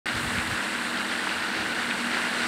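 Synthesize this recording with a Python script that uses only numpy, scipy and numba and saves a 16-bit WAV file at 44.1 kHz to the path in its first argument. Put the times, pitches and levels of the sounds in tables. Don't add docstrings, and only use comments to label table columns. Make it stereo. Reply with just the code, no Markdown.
import sys
import numpy as np
from scipy import signal
from scipy.fft import rfft, irfft
from scipy.io import wavfile
from scipy.ndimage import uniform_filter1d
from numba import njit

SR = 44100
rng = np.random.default_rng(int(sys.argv[2]) if len(sys.argv) > 2 else 0)


def to_linear_factor(level_db):
    exponent = np.asarray(level_db, float) / 20
    return 10 ** exponent


def generate_wav(signal):
    frames = np.transpose(np.atleast_2d(signal))
    scaled = np.clip(frames, -1, 1) * 32767
    pcm = np.round(scaled).astype(np.int16)
    wavfile.write(sys.argv[1], SR, pcm)


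N = 108927

# (time [s], level [dB])
WATER_LEVEL = [
    (.06, -29),
    (.22, -29),
    (.6, -29),
    (1.0, -29.5),
    (1.5, -29),
    (2.1, -29),
    (2.14, -27),
    (2.18, -26.5),
    (2.2, -28),
    (2.47, -28),
]
# (frequency [Hz], density [dB per Hz])
SPRAY_COLOUR = [(120, -20), (400, -5), (1100, -8), (2300, -9.5), (4650, -13), (4900, -13), (6300, -20.5),
                (15700, -48.5)]
# (frequency [Hz], width [Hz], boost [dB])
HOUSING_RESONANCES = [
    (1467, 340, 6.5),
    (1850, 740, 6.5),
    (2790, 280, 4),
    (3970, 530, 2.5),
    (8300, 1300, 5),
]
# (pitch [Hz], pitch wander [Hz], column in PUMP_LEVELS [index])
PUMP_NOTES = [
    (198, 2, 1),
    (239, 1.2, 2),
    (322, 2.5, 3),
]
# (time [s], low level [dB], middle level [dB], high level [dB])
PUMP_LEVELS = [(0.06, -49, -52, -45.5), (0.16, -63, -39.5, -41.5), (0.37, -37, -38, -55),
               (0.44, -51, -42.5, -46), (0.63, -42, -48, -58), (0.66, -46, -45, -43),
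               (0.76, -50.5, -43, -53), (0.95, -43.5, -41.5, -46), (1.42, -50, -48.5, -46.5),
               (1.45, -51, -67, -47), (1.52, -45, -39, -49), (1.57, -48.5, -51, -39),
               (1.88, -50, -39.5, -56.5), (1.95, -40.5, -45.5, -47.5), (2.03, -47, -34.5, -46.5),
               (2.25, -49, -43.5, -45.5), (2.32, -46, -41, -57), (2.47, -51, -39, -42.5)]
# (frequency [Hz], density [dB per Hz])
RUMBLE_COLOUR = [(20, -39), (55, -37), (130, 1.5), (200, 13.5), (300, 14.5), (420, -6), (700, -17.5)]
# (time [s], level [dB])
BREEZE_LEVEL = [
    (0.06, -54.5),
    (0.07, -54),
    (0.33, -52),
    (1.56, -56.5),
    (2.46, -52.5),
    (2.47, -52),
]
# (frequency [Hz], density [dB per Hz])
REED_COLOUR = [(5500, -31), (6800, -4), (8000, 2), (9200, 0), (10500, -9), (13000, -18.5), (14500, -32),
               (15700, -33)]
# (time [s], level [dB])
GUST_LEVEL = [(0.06, -65), (0.16, -34.5), (0.19, -42), (0.27, -35), (0.31, -44), (0.38, -34.5), (0.44, -46),
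              (0.53, -34.5), (0.57, -56), (1.34, -58), (1.37, -49.5), (1.5, -63), (1.6, -46), (1.72, -55.5),
              (2.24, -57), (2.27, -65), (2.45, -53), (2.47, -47)]
# (frequency [Hz], density [dB per Hz])
BUFFET_COLOUR = [(20, -31), (50, -6), (100, 6), (140, -0.5), (200, -7), (280, -22), (500, -35)]
# (time [s], peak [dB], pitch [Hz], length of ring [cycles])
BIG_DROPS = [(.3852, -14, 2200, 3), (1.2700, -15, 980, 6), (1.2732, -17, 1650, 7), (1.9113, -13, 2200, 3),
             (2.138, -14, 1500, 6), (2.146, -18, 1900, 10), (2.172, -18, 1600, 10), (2.180, -17, 1600, 7),
             (1.424, -18, 1900, 3), (1.007, -20, 1400, 5), (2.405, -18, 1750, 4), (.511, -20, 1460, 5),
             (1.764, -20, 1700, 6), (1.293, -24, 2750, 14), (1.097, -22, 3800, 5), (.372, -21, 2050, 8),
             (.067, -18, 1900, 5), (.088, -19, 1900, 5)]
# (frequency [Hz], gain [dB])
BIG_DROP_COLOUR = [(100, -28), (500, -19), (900, -2.5), (3500, 7), (5000, -15), (9000, -29)]
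# (frequency [Hz], gain [dB])
MICROPHONE_RESPONSE = [(15, -24), (45, 0), (4700, 0), (4880, -3), (5600, 0), (14600, 0), (15300, -3)]

TICKS_PER_S, TICK_SPREAD_DB, TICK_DB = 9000, 2.5, -6
BUBBLES_PER_S, BUBBLE_SPREAD_DB, BUBBLE_DB = 3000, 2.6, -4
BUBBLE_LOW_HZ, BUBBLE_HIGH_HZ, BUBBLE_CYCLES = 700, 4800, 8
BUBBLE_GLIDE = .12
LARGEST_DB = 10
SURGE_DB, FLICKER_DB = 0, 1.5
RUMBLE_DB = -43


def unit(x):
    return x / np.sqrt(np.mean(x ** 2))


def curve(rows):
    s, db = np.array(rows).T
    return to_linear_factor(np.interp(np.arange(N) / SR, s, db))


def colour(x, points, peaks=()):
    size = 8192
    hz = np.maximum(np.fft.rfftfreq(size, 1 / SR), 1)
    point_hz, point_db = np.array(points).T
    db = np.interp(np.log(hz), np.log(point_hz), point_db)
    db = db + sum(boost / (1 + (2 * (hz - centre) / width) ** 2) for centre, width, boost in peaks)
    cepstrum = irfft(db * np.log(10) / 20)
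    causal = np.concatenate([cepstrum[:1], 2 * cepstrum[1:size // 2], np.zeros(size // 2)])
    impulse = irfft(np.exp(rfft(causal)))
    return signal.fftconvolve(x, impulse)[:N]


def walk(rate):
    hold = int(SR / rate)
    levels = rng.standard_normal(N // 400 + 2)[:N // hold + 1]
    steps = np.repeat(levels, hold)
    smooth = uniform_filter1d(uniform_filter1d(steps, hold), hold)[:N]
    return unit(smooth - smooth.mean())


def sizes(chance, spread_db):
    return to_linear_factor(np.minimum(-spread_db * np.log(1 - chance), LARGEST_DB))


@njit
def rings(n, at, turn, cycles, size, glide):
    out = np.zeros(n)
    for k in range(len(at)):
        length = int(cycles[k] * 2 * np.pi / turn[k])
        z, w, fade = size[k] + 0j, turn[k], np.exp(-3. / length)
        for i in range(at[k], min(at[k] + 2 * length, n)):
            out[i] += z.imag
            z *= fade * np.exp(1j * w)
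            w *= 1 + glide / length
    return out


def drop_ticks():
    struck, side, chance = rng.random((N, 3)).T
    hits = struck < TICKS_PER_S / SR
    return hits * np.sign(side - .5) * sizes(chance, TICK_SPREAD_DB)


def small_bubbles():
    born, pitch, chance, length = rng.random((N, 4)).T
    at = np.nonzero(born < BUBBLES_PER_S / SR)[0]
    hz = BUBBLE_LOW_HZ * (BUBBLE_HIGH_HZ / BUBBLE_LOW_HZ) ** pitch[at]
    size = sizes(chance[at], BUBBLE_SPREAD_DB) * hz
    cycles = BUBBLE_CYCLES * (.5 + length[at])
    return rings(N, at, 2 * np.pi * hz / SR, cycles, size, BUBBLE_GLIDE)


def spray():
    ticks = unit(drop_ticks())
    bubbles = unit(small_bubbles())
    mist = rng.standard_normal(N) * to_linear_factor(FLICKER_DB * walk(39.9))
    water = mist + to_linear_factor(TICK_DB) * ticks + to_linear_factor(BUBBLE_DB) * bubbles
    distant = unit(colour(water, SPRAY_COLOUR, HOUSING_RESONANCES))
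    return distant * curve(WATER_LEVEL) * to_linear_factor(SURGE_DB * walk(11.6))


def pump():
    out = to_linear_factor(RUMBLE_DB) * unit(colour(rng.standard_normal(N), RUMBLE_COLOUR))
    levels = np.array(PUMP_LEVELS)
    for hz, wander_hz, column in PUMP_NOTES:
        pitch = hz + wander_hz * walk(14)
        note = np.sqrt(2) * np.sin(2 * np.pi * np.cumsum(pitch) / SR)
        out = out + note * curve(levels[:, [0, column]])
    return out


def reeds():
    hiss = unit(colour(rng.standard_normal(N), REED_COLOUR))
    flutter = to_linear_factor(.5 * walk(17))
    return hiss * curve(BREEZE_LEVEL) * to_linear_factor(9) * flutter


def gust():
    air = colour(rng.standard_normal(N), BUFFET_COLOUR)
    power = uniform_filter1d(uniform_filter1d(air ** 2, size=1500), size=1500)
    return air / np.sqrt(power + 1e-18) * curve(GUST_LEVEL)


def plops():
    s, db, hz, cycles = np.array(BIG_DROPS).T
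    at = (s * SR).astype(np.int64)
    ringing = rings(N, at, 2 * np.pi * hz / SR, cycles, to_linear_factor(db), BUBBLE_GLIDE)
    return colour(ringing, BIG_DROP_COLOUR)


def scene():
    air = spray() + pump() + reeds() + gust() + plops()
    mono = colour(air, MICROPHONE_RESPONSE)
    return np.array([mono, mono])


def roll_off(x):
    return signal.sosfilt(signal.butter(12, 15640, fs=SR, output="sos"), x)


def record(dry):
    start_s, opening_s, top_hz = .057, .001, 15730
    opened = dry * np.clip((np.arange(N) / SR - start_s) / opening_s, 0, 1)
    treble_cut = signal.ellip(10, .2, 60, top_hz, fs=SR, output="sos")
    mix = signal.sosfilt(treble_cut, opened)
    return roll_off(mix)


dry = scene()
out = record(dry)
generate_wav(out)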